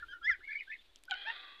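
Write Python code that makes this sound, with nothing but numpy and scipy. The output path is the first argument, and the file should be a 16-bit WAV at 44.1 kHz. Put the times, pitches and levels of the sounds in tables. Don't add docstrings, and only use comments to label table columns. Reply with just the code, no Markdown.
import sys
import numpy as np
from scipy import signal
from scipy.fft import rfft, irfft, next_fast_len
from scipy.io import wavfile
from scipy.ndimage import uniform_filter1d, map_coordinates

SR = 44100
rng = np.random.default_rng(int(sys.argv[2]) if len(sys.argv) > 2 else 0)


def waveform_to_disk(signal):
    frames = np.transpose(np.atleast_2d(signal))
    scaled = np.clip(frames, -1, 1) * 32767
    samples = np.round(scaled).astype(np.int16)
    wavfile.write(sys.argv[1], SR, samples)


def ratio_of_db(decibels):
    return 10 ** (np.asarray(decibels, float) / 20)


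N = 70560
T = np.arange(N) / SR


def unit(x):
    return x / np.sqrt(np.mean(x ** 2) + 1e-20)


def along(points, hz):
    f, v = np.transpose(points)
    return np.interp(np.log(hz + 1), np.log(f + 1), v)


def level(rows):
    return ratio_of_db(np.interp(T, *np.transpose(rows)))


def wobble(rate):
    return map_coordinates(rng.standard_normal(2000), [T * rate])


def filtered(x, response):
    m = next_fast_len(N + SR // 2)
    return irfft(rfft(x, m) * response(np.fft.rfftfreq(m, 1 / SR)), m)[:N]


def rush(spectrum):
    return unit(filtered(rng.standard_normal(N), lambda hz: ratio_of_db(along(spectrum, hz))))


def tail(x, t60):
    echoes = rng.standard_normal(SR // 2) * ratio_of_db(-60 * T[:SR // 2] / t60)
    return signal.fftconvolve(x, echoes / np.linalg.norm(echoes))[:N]


def voice(rows, fall_db, colour, count, flutter_db, fades=0, rasp_db=0):
    s, hz, db = np.transpose(rows)
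    flutter_rate, jitter, rasp_rate = 150, 0.00395, 350
    pitch = uniform_filter1d(np.interp(T, s, hz), size=200)
    pitch = pitch * (1 + jitter * flutter_db * wobble(flutter_rate))
    sounding = (T > s[0]) * (T < s[-1])
    gain = ratio_of_db(np.interp(T, s, db) + flutter_db * wobble(flutter_rate)) * sounding
    gain = uniform_filter1d(gain, size=60)

    k = np.arange(1, count + 1)[:, None]
    turns = np.cumsum(pitch) / SR + rng.random()
    harmonic_db = fall_db * (k - 1) + along(colour, k * pitch)
    harmonic_db = harmonic_db + fades * (k == 2) * (T - s[0]).clip(0)
    if rasp_db:
        rasp = np.array([wobble(rasp_rate) for _ in k])
        harmonic_db = harmonic_db + rasp_db * rasp * (k - 1).clip(0, 3)
    return np.sqrt(2) * gain * (ratio_of_db(harmonic_db) * np.sin(2 * np.pi * k * turns)).sum(0)


def glide(s, length, first_hz, last_hz, db):
    mid_hz = (first_hz + last_hz) / 2
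    return [(s, first_hz, db - 18),
            (s + 0.4 * length, (first_hz + mid_hz) / 2, db + 1.5),
            (s + 0.509 * length, mid_hz, db),
            (s + length, last_hz, db - 14.0)]


def facing_peeps():
    # time in seconds, pitch in Hz, level in dB.
    loud_arch = [(.228, 1582, -57), (.251, 1686, -36.5), (.265, 1766, -34), (.275, 1977, -30),
                 (.288, 2150, -32), (.303, 1980, -26), (.315, 1753, -31.5), (.329, 1609, -37.5),
                 (.358, 1405, -61)]
    early_arch = [(.084, 1540, -55), (0.099, 1600, -53), (0.124, 1643, -50), (.155, 1870, -64.5),
                  (0.174, 1790, -67)]
    # frequency in Hz, gain in dB.
    peep_throat = [(2300, 0), (3400, 6), (3950, -26), (4250, -36), (4900, -3), (5350, 1), (6200, -33),
                   (6750, -6), (7500, -45)]
    thin_throat = [(3300, 3), (3700, 9.5), (4600, -34), (6200, -19.5), (6600, -14), (7000, -36)]
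    # start in seconds, length in seconds, first and last pitch in Hz, level in dB.
    thin_peeps = [
        (0.076, 0.1, 1613, 1448, -57),
        (0.783, 0.027, 1763, 1770, -63),
        (0.888, 0.023, 1690, 1750, -68.5),
    ]

    arched = sum(voice(rows, -11, peep_throat, count=4, flutter_db=1.2, fades=-130, rasp_db=1.6)
                 for rows in (loud_arch, early_arch))
    thin = sum(voice(glide(*g), -2, thin_throat, count=4, flutter_db=-1.0) for g in thin_peeps)
    return arched + filtered(thin, lambda hz: 1 / (1 + (2300 / (hz + 1)) ** 4))


def turned_peeps():
    # time in seconds, pitch in Hz, level in dB.
    first_arch = [(.405, 1400, -67), (.415, 1670, -61), (.432, 2050, -62), (.446, 2126, -54.5),
                  (.462, 2360, -64.5), (.477, 2220, -53), (.49, 2114, -57), (.508, 2220, -54),
                  (.518, 2330, -59.5)]
    second_arch = [(.47, 1500, -75.5), (0.494, 1722, -48.5), (.506, 1733, -42), (0.513, 1928, -48),
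                   (0.525, 2500, -48.5), (.538, 2195, -58), (0.546, 1753, -50.5), (.565, 1500, -80.5)]
    third_arch = [(.526, 1390, -65.5), (0.537, 1754, -67), (.55, 2066, -50), (.557, 2202, -46.5),
                  (0.576, 2280, -47.5), (0.594, 2470, -55), (0.605, 2370, -52.5), (0.614, 1867, -52.5),
                  (.63, 1620, -85)]
    last_arch = [(0.669, 1488, -73), (0.689, 1696, -55), (0.703, 1758, -46), (.713, 1885, -45.5),
                 (.723, 2569, -49.5), (0.734, 2505, -59), (0.744, 1903, -49.5), (0.76, 1596, -78)]
    # start
    # in seconds, length in seconds, first and last pitch in Hz, level in dB.
    glides = [(-.02, 0.054, 1553, 1794, -55.5), (0.025, 0.014, 1458, 1350, -50),
              (0.107, 0.077, 1460, 1461, -55.5), (0.21, 0.027, 1350, 1425, -61.5),
              (0.281, 0.028, 1480, 1360, -51), (.325, 0.025, 1768, 1950, -46.5),
              (.326, 0.021, 2510, 2250, -54), (0.455, 0.019, 2830, 2850, -65),
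              (0.578, 0.024, 2960, 2850, -56), (0.706, 0.039, 1895, 2290, -53),
              (0.72, 0.032, 2830, 2820, -72), (1.076, 0.022, 1433, 1620, -55), (1.241, .028, 560, 687, -61)]
    # frequency in Hz, gain in dB.
    turned_throat = [(1500, 0), (1750, 2), (1950, 0), (2500, 2), (3400, -1), (4200, -7), (5200, -10)]

    arched = sum(voice(rows, -16, turned_throat, count=2, flutter_db=4, rasp_db=4)
                 for rows in (first_arch, second_arch, third_arch, last_arch))
    return arched + sum(voice(glide(*g), 0, turned_throat, count=1, flutter_db=4.5) for g in glides)


def honks():
    # time in seconds, pitch in Hz, level in dB.
    first_honk = [(1.094, 791, -66), (1.104, 808.6, -50.5), (1.114, 813, -40), (1.121, 755, -43.5),
                  (1.128, 735.5, -43.5), (1.14, 745.7, -52.5), (1.158, 750, -61)]
    second_honk = [(1.252, 770, -52), (1.264, 825, -45.5), (1.274, 876.5, -47.5), (1.286, 900.5, -44.5),
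                   (1.309, 919.4, -41), (1.318, 941, -58), (1.328, 890, -61)]
    # frequency in Hz, gain in dB.
    first_throat = [(740, -3.5), (800, -2.5), (1490, 15), (1590, -8), (2350, 1), (3100, 4), (4000, 3.5),
                    (5500, -24)]
    second_throat = [(820, -15.5), (890, 1), (920, -7.5), (1840, 9.5), (2700, 0.5), (3650, -0.5),
                     (4500, -17), (5300, -6), (5600, -27.5)]
    return sum(voice(rows, -4, colour, count=7, flutter_db=1.88, rasp_db=2.2)
               for rows, colour in ((first_honk, first_throat), (second_honk, second_throat)))


def wall_echo(away):
    dull = filtered(away, lambda hz: 1 / (1 + (hz / 3000) ** 6))
    bounces = np.zeros(SR // 10)
    delay_s = rng.random(7) * 0.018
    bounces[(delay_s * SR + 40).astype(int)] = ratio_of_db(-9) * rng.choice([-1, 1], 7)
    return signal.fftconvolve(dull, bounces)[:N] + tail(dull, 0.065)


def air(near):
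    # frequency in Hz, density in dB per Hz.
    breath = [(1000, -28), (1500, 2), (2600, 0.5), (4000, -3), (5700, -9), (6800, -32)]
    loudness = np.sqrt(np.abs(uniform_filter1d(near ** 2, size=500)))
    return ratio_of_db(-29.5) * loudness * rush(breath)


def ticks_and_feet():
    # start in seconds, ring in dB, ring pitch in Hz, snap in dB, snap band top in Hz.
    bill_ticks = [
        (0.9593, -45.5, 3230, -39.5, 8700),
        (0.988, -71, 6100, -58.5, 13400),
        (1.037, -52, 2310, -43.5, 10900),
        (1.054, -57, 5000, -54.5, 14100),
        (1.0986, -45.5, 3260, -52, 9900),
        (1.1105, -33.5, 4450, -49, 9500),
        (1.1103, -21.5, 3095, -29, 5000),
        (1.11, -41.5, 7020, -67, 14000),
        (1.1422, -41.5, 4350, -77, 4370),
        (1.141, -31.5, 3000, -68, 3970),
    ]
    # start in seconds, level in dB, pitch in Hz.
    thuds = [
        (0.391, -59.5, 378),
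        (1.111, -65, 337),
        (1.142, -65, 305),
    ]
    ring_t60, snap_t60, thud_t60 = 0.009, 0.003, 0.05

    x, t = np.zeros(N + SR), T[:SR // 10]
    for s, ring_db, hz, snap_db, top_hz in bill_ticks:
        ring = np.sin(2 * np.pi * hz * t) * ratio_of_db(ring_db - 60 * t / ring_t60)
        ring = ring * (1 - np.exp(-t / 0.00013))
        band = signal.butter(3, [2100, min(top_hz, 20000)], "band", fs=SR, output="sos")
        snap = signal.sosfilt(band, rng.standard_normal(len(t)) * ratio_of_db(snap_db - 60 * t / snap_t60))
        x[round(s * SR):][:len(t)] += ring + snap
    for s, db, hz in thuds:
        thud = ratio_of_db(db - 60 * t / thud_t60) * np.sin(2 * np.pi * hz * t)
        x[round(s * SR):][:len(t)] += thud * (1 - np.exp(-t / 0.00066))
    return x[:N]


def resonances(peaks):
    low_hz, top_hz, widen = 623, 4500, 0.87

    def response(f):
        total = 0
        for centre, width, db in peaks:
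            damping = 1j * f * width * widen
            total = total + ratio_of_db(db) * damping / (centre * centre - f * f + damping)
        return total / (1 + (f / top_hz) ** 14) / (1 + (low_hz / (f + 1)) ** 6)
    return response


def far_call():
    # time in seconds, pitch in Hz, level in dB.
    contour = [(1.1, 780, -64), (1.113, 780, -54.5), (1.25, 832.5, -51), (1.33, 681.2, -51),
               (1.521, 657.9, -58), (1.6, 647, -63.5)]
    # centre in Hz, width in Hz, gain in dB.
    opening = [(830, 120, -4.5), (1640, 134, 0.5), (2050, 150, -0.5), (2430, 110, -3), (3000, 120, 5),
               (3910, 510, -17), (4030, 150, -10.5)]
    straining = [(756, 73, -7), (1500, 170, -2.5), (1930, 220, -4), (2500, 92, -6), (3205, 120, 7),
                 (3750, 120, -18.5), (4450, 100, -11)]
    late = [(780, 30, -2.5), (1192, 40, 1.5), (1604, 220, -0.5), (1980, 180, -4.5), (2500, 68, 2),
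            (3468, 110, 6), (3676, 170, 1)]
    closing = [(1168, 30, 7), (1670, 170, -10), (1916, 63, 0.5), (2650, 88, -1), (3365, 62, 5.5),
               (3700, 130, -9)]
    shape_s = [1.149, 1.25, 1.411, 1.57]
    # frequency in Hz, density in dB per Hz.
    wash = [(200, -37.5), (350, -6.5), (1150, -22), (1500, -2.5), (3500, -11), (4500, -17), (5300, -41.5)]
    rough, jitter = 0.81, 0.04015

    s, hz, db = np.transpose(contour)
    turns = np.cumsum(np.interp(T, s, hz) * (1 + jitter * wobble(200))) / SR
    gate = np.exp(9 * (np.cos(2 * np.pi * turns) - 1))
    pulses = unit(np.gradient(gate))
    breath = unit(gate ** 0.21 * rng.standard_normal(N))
    source = (1 - rough) * pulses + rough * breath

    call = 0
    shapes = (opening, straining, late, closing)
    for peaks, share in zip(shapes, np.eye(len(shapes))):
        weight = np.sin(np.pi / 2 * np.interp(T, shape_s, share))
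        call = call + weight * unit(filtered(source, resonances(peaks)))
    direct = call + ratio_of_db(-12) * rush(wash)
    direct = direct * ratio_of_db(np.interp(T, s, db) + 2.2 * wobble(90)) * (T > s[0])
    return ratio_of_db(1.0) * (direct + ratio_of_db(-6.5) * tail(direct, 0.69))


def far_flock():
    # frequency in Hz, density in dB per Hz.
    peeping = [(900, -23.5), (1500, -10.5), (3600, 2), (4600, -9), (5800, -26)]
    # time in seconds, level in dB.
    flock_level = [(0, -65), (.2, -77.5), (.4, -70.5), (.9, -69.5), (1.02, -75.5)]
    return unit(rush(peeping) * ratio_of_db(2.5 * wobble(60))) * level(flock_level)


def yard():
    # frequency in Hz, density in dB per Hz.
    hush_spectrum = [(120, -39.5), (200, -1.5), (2430, -10), (3060, -14.5), (3660, -13), (14200, -29)]
    # time in seconds, level in dB.
    drone_level = [(.1, -75.5), (.2, -80), (.6, -84.5), (1.6, -83)]
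    hush = filtered(rush(hush_spectrum), lambda hz: 1 / (1 + (200 / (hz + 1)) ** 8))
    drone = rush([(190, -24.0), (320, -3.5), (900, -32.0)]) * level(drone_level)
    return ratio_of_db(-75.5) * hush + drone


def wind():
    # frequency in Hz, density in dB per Hz.
    rumble = [(8.8, -26.5), (15, 2), (38, 0), (70, -5), (150, -26), (220, -61.5), (370, -120)]
    # time in seconds, strength in dB.
    gusts = [(.12, -62), (.2, -71.5), (.3, -58), (.325, -57), (.36, -70.5), (.7, -75.5), (1.6, -78)]
    return unit(rush(rumble) * ratio_of_db(1.7 * wobble(9.1))) * level(gusts)


def scene():
    away = turned_peeps()
    near = facing_peeps() + honks() + away + wall_echo(away)
    hits = ticks_and_feet()
    close = near + ratio_of_db(-14) * tail(near, 0.16) + air(near) + hits + ratio_of_db(-16.5) * tail(hits, 0.053)
    return (close + far_call() + far_flock() + yard() + wind())[None]


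def roll_off(x):
    return signal.sosfilt(signal.butter(12, 14630, fs=SR, output="sos"), x)


def record(dry):
    limited = filtered(dry[0], lambda hz: hz < 14450)[None]
    mix = limited - 0.0004
    return roll_off(mix)


dry = scene()
out = record(dry)
waveform_to_disk(out)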